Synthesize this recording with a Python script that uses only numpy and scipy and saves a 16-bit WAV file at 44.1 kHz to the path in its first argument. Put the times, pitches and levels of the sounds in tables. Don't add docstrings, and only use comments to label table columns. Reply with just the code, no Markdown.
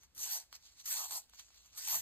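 import sys
import numpy as np
from scipy import signal
from scipy.fft import rfft, irfft, next_fast_len
from scipy.io import wavfile
from scipy.ndimage import uniform_filter1d

SR = 44100
rng = np.random.default_rng(int(sys.argv[2]) if len(sys.argv) > 2 else 0)


def transcribe(signal):
    frames = np.atleast_2d(signal).T
    limited = np.clip(frames, -1, 1)
    pcm = np.round(limited * 32767).astype(np.int16)
    wavfile.write(sys.argv[1], SR, pcm)


N = 88861
T = np.arange(N) / SR
HZ = np.fft.rfftfreq(2 * N, 1 / SR)


# (time [s], tearing level [dB], flap level [dB], fizz level above the tearing [dB])
RIP_CURVES = [
    [(0.147, -71, -92, 11), (0.153, -67, -91, 0), (0.181, -55.5, -78, -1), (0.239, -48, -63.5, -0.5),
     (0.251, -47.5, -76, -6), (0.265, -50.5, -60, -0.5), (0.287, -48.5, -66.5, -4.5),
     (0.345, -46, -57.5, 2), (0.363, -44.5, -56.5, -3.5), (0.418, -62, -72, -8.5)],
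    [(0.855, -47.5, -78, 16.5), (0.859, -50.5, -85, -2), (0.881, -50, -63.5, 3.5),
     (0.917, -42.5, -65.5, -2), (0.997, -47, -49, -0.5), (1.055, -51.5, -54.5, -2), (1.067, -54, -61, -2),
     (1.095, -58, -72, -2), (1.111, -48.5, -50.5, -4), (1.117, -50.5, -53, -0.5), (1.173, -50, -55, 4.5),
     (1.215, -64, -73.5, -10)],
    [(1.745, -67, -75, -10), (1.765, -61.5, -71, -5), (1.779, -52, -66.5, 4.5), (1.807, -53.5, -77, -4),
     (1.865, -49, -68.5, -3.5), (1.879, -47, -53, 0.5), (1.895, -45.5, -61, 0.5), (1.913, -45, -51.5, 1.5),
     (1.953, -42, -46.5, 4.5), (1.999, -52, -68.5, 4), (2.01, -53, -70, -1)],
]
# (frequency [Hz], relative level [dB])
TEAR_COLOUR = [(100,-34),(400,-18),(900,-19),(1500,-7),(2200,-9.5),(3200,-2.5),(4300,-2),(5200,1.5),(6200,4.5),(7500,1),(9000,0.5),(10500,-10.5),(12500,-19.5),(16000,-34.5)]
# (frequency [Hz], relative level [dB])
FIZZ_COLOUR = [(4000,-75.5),(8500,-15.5),(10500,3.5),(12300,3),(13600,5),(14800,8.5),(15700,-2.5)]
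# (frequency [Hz], relative level [dB])
FLAP_COLOUR = [(100,-18),(300,-26),(480,-1.5),(720,1.5),(950,4.5),(1250,5.5),(1700,3),(2400,-8.5),(4000,-30)]
TEAR_TRIM_DB, FIZZ_TRIM_DB, FLAP_TRIM_DB = 4, 5, -1.5
FIBRES_PER_S, FIBRE_SPREAD_DB = 7000, 3.0
RIP_ATTACK_S, RIP_RELEASE_S = 0.0035, 0.025
CATCH_HZ, CATCH_DB = 258, 1.5
SURGE_HZ, SURGE_DB = 56.3, 0.8
FLAP_HZ, FLAP_START_HZ, FLAP_SETTLE_S, FLAP_WIDTH_HZ = 822, 1610, 0.076, 360


def rips():
    tear, flap, fizz = np.zeros((3, N))
    flap_hz = np.full(N, float(FLAP_HZ))
    for rip in RIP_CURVES:
        s, tear_db, flap_db, fizz_db = np.transpose(rip)
        attack = np.clip((T - s[0]) / RIP_ATTACK_S, 0, 1)
        release = np.exp(-np.maximum(T - s[-1], 0) / RIP_RELEASE_S)
        on = attack * release
        tear += on * amp(np.interp(T, s, tear_db))
        flap += on * amp(np.interp(T, s, flap_db))
        fizz += on * amp(np.interp(T, s, tear_db + fizz_db))
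        settling = np.exp(-np.abs(T - s[0]) / FLAP_SETTLE_S)
        flap_hz += on * (FLAP_START_HZ - FLAP_HZ) * settling
    clumps = unit(amp(CATCH_DB * wander(CATCH_HZ) + SURGE_DB * wander(SURGE_HZ)))
    coarse = fibres(FIBRES_PER_S, FIBRE_SPREAD_DB) * clumps
    fine = fibres(FIBRES_PER_S, FIBRE_SPREAD_DB) * clumps
    hollow = unit(heard(resonate(coarse, flap_hz, FLAP_WIDTH_HZ), FLAP_COLOUR))
    tearing = heard(patchy(coarse) * tear, TEAR_COLOUR) * amp(TEAR_TRIM_DB)
    fizzing = heard(patchy(fine) * fizz, FIZZ_COLOUR) * amp(FIZZ_TRIM_DB)
    return tearing + fizzing + hollow * flap * amp(FLAP_TRIM_DB)


# (time [s], pitch [Hz], level [dB])
SQUEAK_CURVE = [(.952,7400,-74),(0.96,6960,-41),(0.974,5900,-58),(1.0,5600,-52),(1.025,5700,-76)]
SQUEAK_WIDTH_HZ = 590


def squeak():
    s, hz, db = np.transpose(SQUEAK_CURVE)
    pitch = np.interp(T, s, hz)
    snaps = fibres(FIBRES_PER_S, FIBRE_SPREAD_DB)
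    narrow = resonate(snaps, pitch, SQUEAK_WIDTH_HZ)
    chirp = resonate(narrow, pitch, 2 * SQUEAK_WIDTH_HZ)
    sounding = (T > s[0]) * (T < s[-1])
    return unit(heard(chirp, TEAR_COLOUR)) * amp(np.interp(T, s, db)) * sounding


# (time of the peak [s], rise [s], fall [s], level [dB])
BRUSH_SWELLS = [(0.038,0.021,0.015,-61),(0.554,0.02,0.011,-50.5),(0.662,0.047,0.037,-61),(.72,0.016,0.039,-67.5),(0.801,0.02,0.017,-52),(0.849,0.0095,0.0092,-54),(1.297,0.012,0.007,-74),(1.348,0.022,0.035,-58.5),(1.395,0.0093,0.019,-52.5),(1.44,0.028,0.08,-67.5),(1.581,0.048,0.024,-63),(1.66,0.039,0.036,-62),(1.744,0.016,.02,-63)]
# (frequency [Hz], relative level [dB])
BRUSH_COLOUR = [(100,-45),(500,-20),(950,-9),(1600,-10),(3000,-3),(4400,-1.5),(6500,3),(8500,-7),(10500,-7.5),(13000,-11.5),(15700,-5.5)]


def fingertips():
    level = np.zeros(N)
    for s, rise, fall, db in BRUSH_SWELLS:
        distance = np.abs((T - s) / np.where(T < s, rise, fall))
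        level += amp(db) * np.exp(-distance ** 1.22)
    grain = fibres(rate=5800, spread_db=0) * unit(amp(2 * wander(hz=140)))
    return heard(patchy(grain) * level, BRUSH_COLOUR)


# (time [s], sharp snap level [dB], dull knock level [dB])
TICK_TIMES = [(0.034,-56,-58),(.169,-52,-59),(0.5275,-48,-43),(0.859,-42,-71),(0.8625,-47,-65),(1.109,-37.5,-54),(1.2966,-56,-78),(1.3354,-78,-54.5),(1.357,-74.5,-64),(1.41,-59,-67),(1.4836,-74,-61),(1.504,-88,-60),(1.582,-74,-64),(1.62,-65,-85),(1.776,-44,-80),(1.782,-42,-63)]
# (frequency [Hz], relative level [dB])
KNOCK_COLOUR = [(100,-30),(400,-12),(900,1),(2000,-2),(3200,-4),(4400,-1),(6000,-12),(15000,-30)]
TICK_DECAY_S = 0.0012


def ticks():
    snap, knock = np.zeros((2, N))
    for s, snap_db, knock_db in TICK_TIMES:
        fade = (T >= s) * np.exp(-np.abs(T - s) / TICK_DECAY_S)
        snap += amp(snap_db) * fade
        knock += amp(knock_db) * fade
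    burst = rng.standard_normal((2, N))
    sharp = heard(burst * snap, TEAR_COLOUR) + amp(-1) * heard(burst * snap, FIZZ_COLOUR)
    return sharp + heard(burst * knock, KNOCK_COLOUR)


# (time of the peak [s], width [s], level [dB])
TUGS = [(.04,0.06,-80.5),(.165,0.039,-76),(1.725,.012,-79),(1.93,0.028,-70),(1.99,0.047,-69)]
# (frequency [Hz], relative level [dB])
TUG_COLOUR = [(25,-13),(50,-5),(80,-1.5),(150,-3),(300,-9),(600,-19.5),(2000,-87)]


def bump():
    level = sum(amp(db) * np.exp(-((T - s) / width) ** 2) for s, width, db in TUGS)
    return level * unit(heard(rng.standard_normal((2, N)), TUG_COLOUR))


# (frequency [Hz], level against the direct sound [dB])
TABLE_RINGS = [(4247,0),(4461,-2),(6095,-4),(7078,-11.5),(7935,-13.5),(12192,2.5),(13165,-9)]
RING_T60_S = 0.034


def ringing(x):
    t = T[:SR // 4]
    fade = amp(-60 * t / RING_T60_S)
    cosines = sum(amp(db) * np.cos(2 * np.pi * hz * t) for hz, db in TABLE_RINGS)
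    modes = cosines * 2 * fade / fade.sum()
    return x + signal.fftconvolve(x, modes[None], axes=1)[:, :N]


ECHO_DB, ECHO_SPAN_S = -8, 0.012
ROOM_DB, ROOM_T60_S = -24, 0.25


def room(x):
    t = T[:SR // 2]
    near = np.zeros(len(t))
    bounce = rng.random((8, 2))
    delay_s = 0.001 + ECHO_SPAN_S * bounce[:, 0]
    near[(delay_s * SR).astype(int)] = np.sign(bounce[:, 1] - 0.5)
    tail = rng.standard_normal((2, len(t))) * amp(-60 * t / ROOM_T60_S) * (t > 0.005)
    bounces = amp(ECHO_DB) * near / np.linalg.norm(near)
    response = bounces + amp(ROOM_DB) * tail / np.linalg.norm(tail[0])
    return x + signal.fftconvolve(x, response, axes=1)[:, :N]


# (frequency [Hz], relative level [dB])
RUMBLE_COLOUR = [(20,-30),(38,-12),(56,0),(75,-7),(110,-15),(200,-27),(500,-50)]
# (frequency [Hz], relative level [dB])
HISS_COLOUR = [(60,-1),(200,-4),(450,-8),(1000,-9),(2000,-11),(6000,-9),(10000,-16),(16000,-21)]
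RUMBLE_DB, HISS_DB = -79, -76


def background():
    rumble = amp(RUMBLE_DB) * heard(rng.standard_normal((2, N)), RUMBLE_COLOUR)
    hiss = amp(HISS_DB) * heard(rng.standard_normal((2, N)), HISS_COLOUR)
    return rumble + hiss


# (frequency [Hz], likeness [0 to 1])
STEREO_LIKENESS = [(50,.85),(200,.4),(450,.35),(700,.85),(1800,.78),(2700,.45),(4500,.3),(5300,.99),(5600,.99),(6800,.8),(8000,.95),(8900,.75),(9700,1),(10700,1),(11400,.8),(12500,.98),(13700,.85),(14600,1)]
# (frequency [Hz], left ahead of right [rad])
STEREO_PHASE = [(50,0),(200,-.3),(400,-1.4),(650,0),(900,-.2),(1300,-.6),(2000,.7),(3200,3.1),(4200,1.8),(5300,3.05),(5700,3.25),(6500,4.3),(7900,6.28),(8800,7.5),(9700,9.3),(10700,9.55),(11300,10.9),(12500,12.57),(13600,13.6),(14600,15.5),(15800,15.9)]
# (frequency [Hz], left minus right [dB])
STEREO_BALANCE = [(100,0),(500,3),(1100,1.5),(1600,-1.5),(2400,2),(3200,-3),(4800,-5),(5400,0),(16000,0)]


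def heard(drive, spectrum):
    log_gain = np.log(unit(amp(read(spectrum))))
    mirrored = np.r_[log_gain, log_gain[-2:0:-1]]
    colour = np.exp(np.conj(signal.hilbert(mirrored)))[:N + 1]
    a, b = rfft(drive, 2 * N) * colour
    same = np.clip(read(STEREO_LIKENESS), 0, 1)
    side = amp(read(STEREO_BALANCE) / 2)
    right = (same * a + np.sqrt(1 - same ** 2) * b) * np.exp(-1j * read(STEREO_PHASE))
    return irfft(np.array([a * side, right / side]))[:, :N]


def fibres(rate, spread_db):
    size = amp(spread_db * np.minimum(rng.exponential(1, (2, N)), 4))
    sign = rng.choice([-1, 1], (2, N))
    return unit(size * sign * (rng.random((2, N)) < rate / SR))


BANDS_HZ, COLOUR_DB, COLOUR_HZ = (880, 14400), 2.5, 8.7


def patchy(x):
    centres = np.linspace(*BANDS_HZ, num=14)
    size = 2 * next_fast_len(N // 2 + 1)
    spectrum, hz = rfft(x, size), np.fft.rfftfreq(size, 1 / SR)
    total = np.zeros((2, N))
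    for band in np.eye(len(centres)):
        part = irfft(spectrum * np.interp(hz, centres, band))[:, :N]
        total += part * amp(COLOUR_DB * wander(COLOUR_HZ))
    return unit(total)


def resonate(x, hz, width_hz):
    turn = np.exp(2j * np.pi * np.cumsum(hz) / SR)
    r = np.exp(-np.pi * width_hz / SR)
    return (turn * signal.lfilter([1 - r], [1, -r], x / turn)).real


def wander(hz):
    size = max(int(SR / hz / 3), 1)
    return unit(uniform_filter1d(uniform_filter1d(rng.standard_normal(N), size), size))


def read(points):
    f, value = np.transpose(points)
    return np.interp(np.log(HZ + 1), np.log(f), value)


def unit(x):
    return x / np.sqrt(np.mean(np.abs(x) ** 2) + 1e-20)


def amp(db):
    return 10 ** (np.asarray(db) / 20)


def scene():
    card = rips() + squeak() + fingertips() + ticks()
    return room(ringing(card) + bump()) + background()


def record(dry):
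    taps = signal.firwin(511, 15800, window=("kaiser", 9), fs=SR)
    return signal.oaconvolve(dry, taps[None], "same")


dry = scene()
out = record(dry)
transcribe(out)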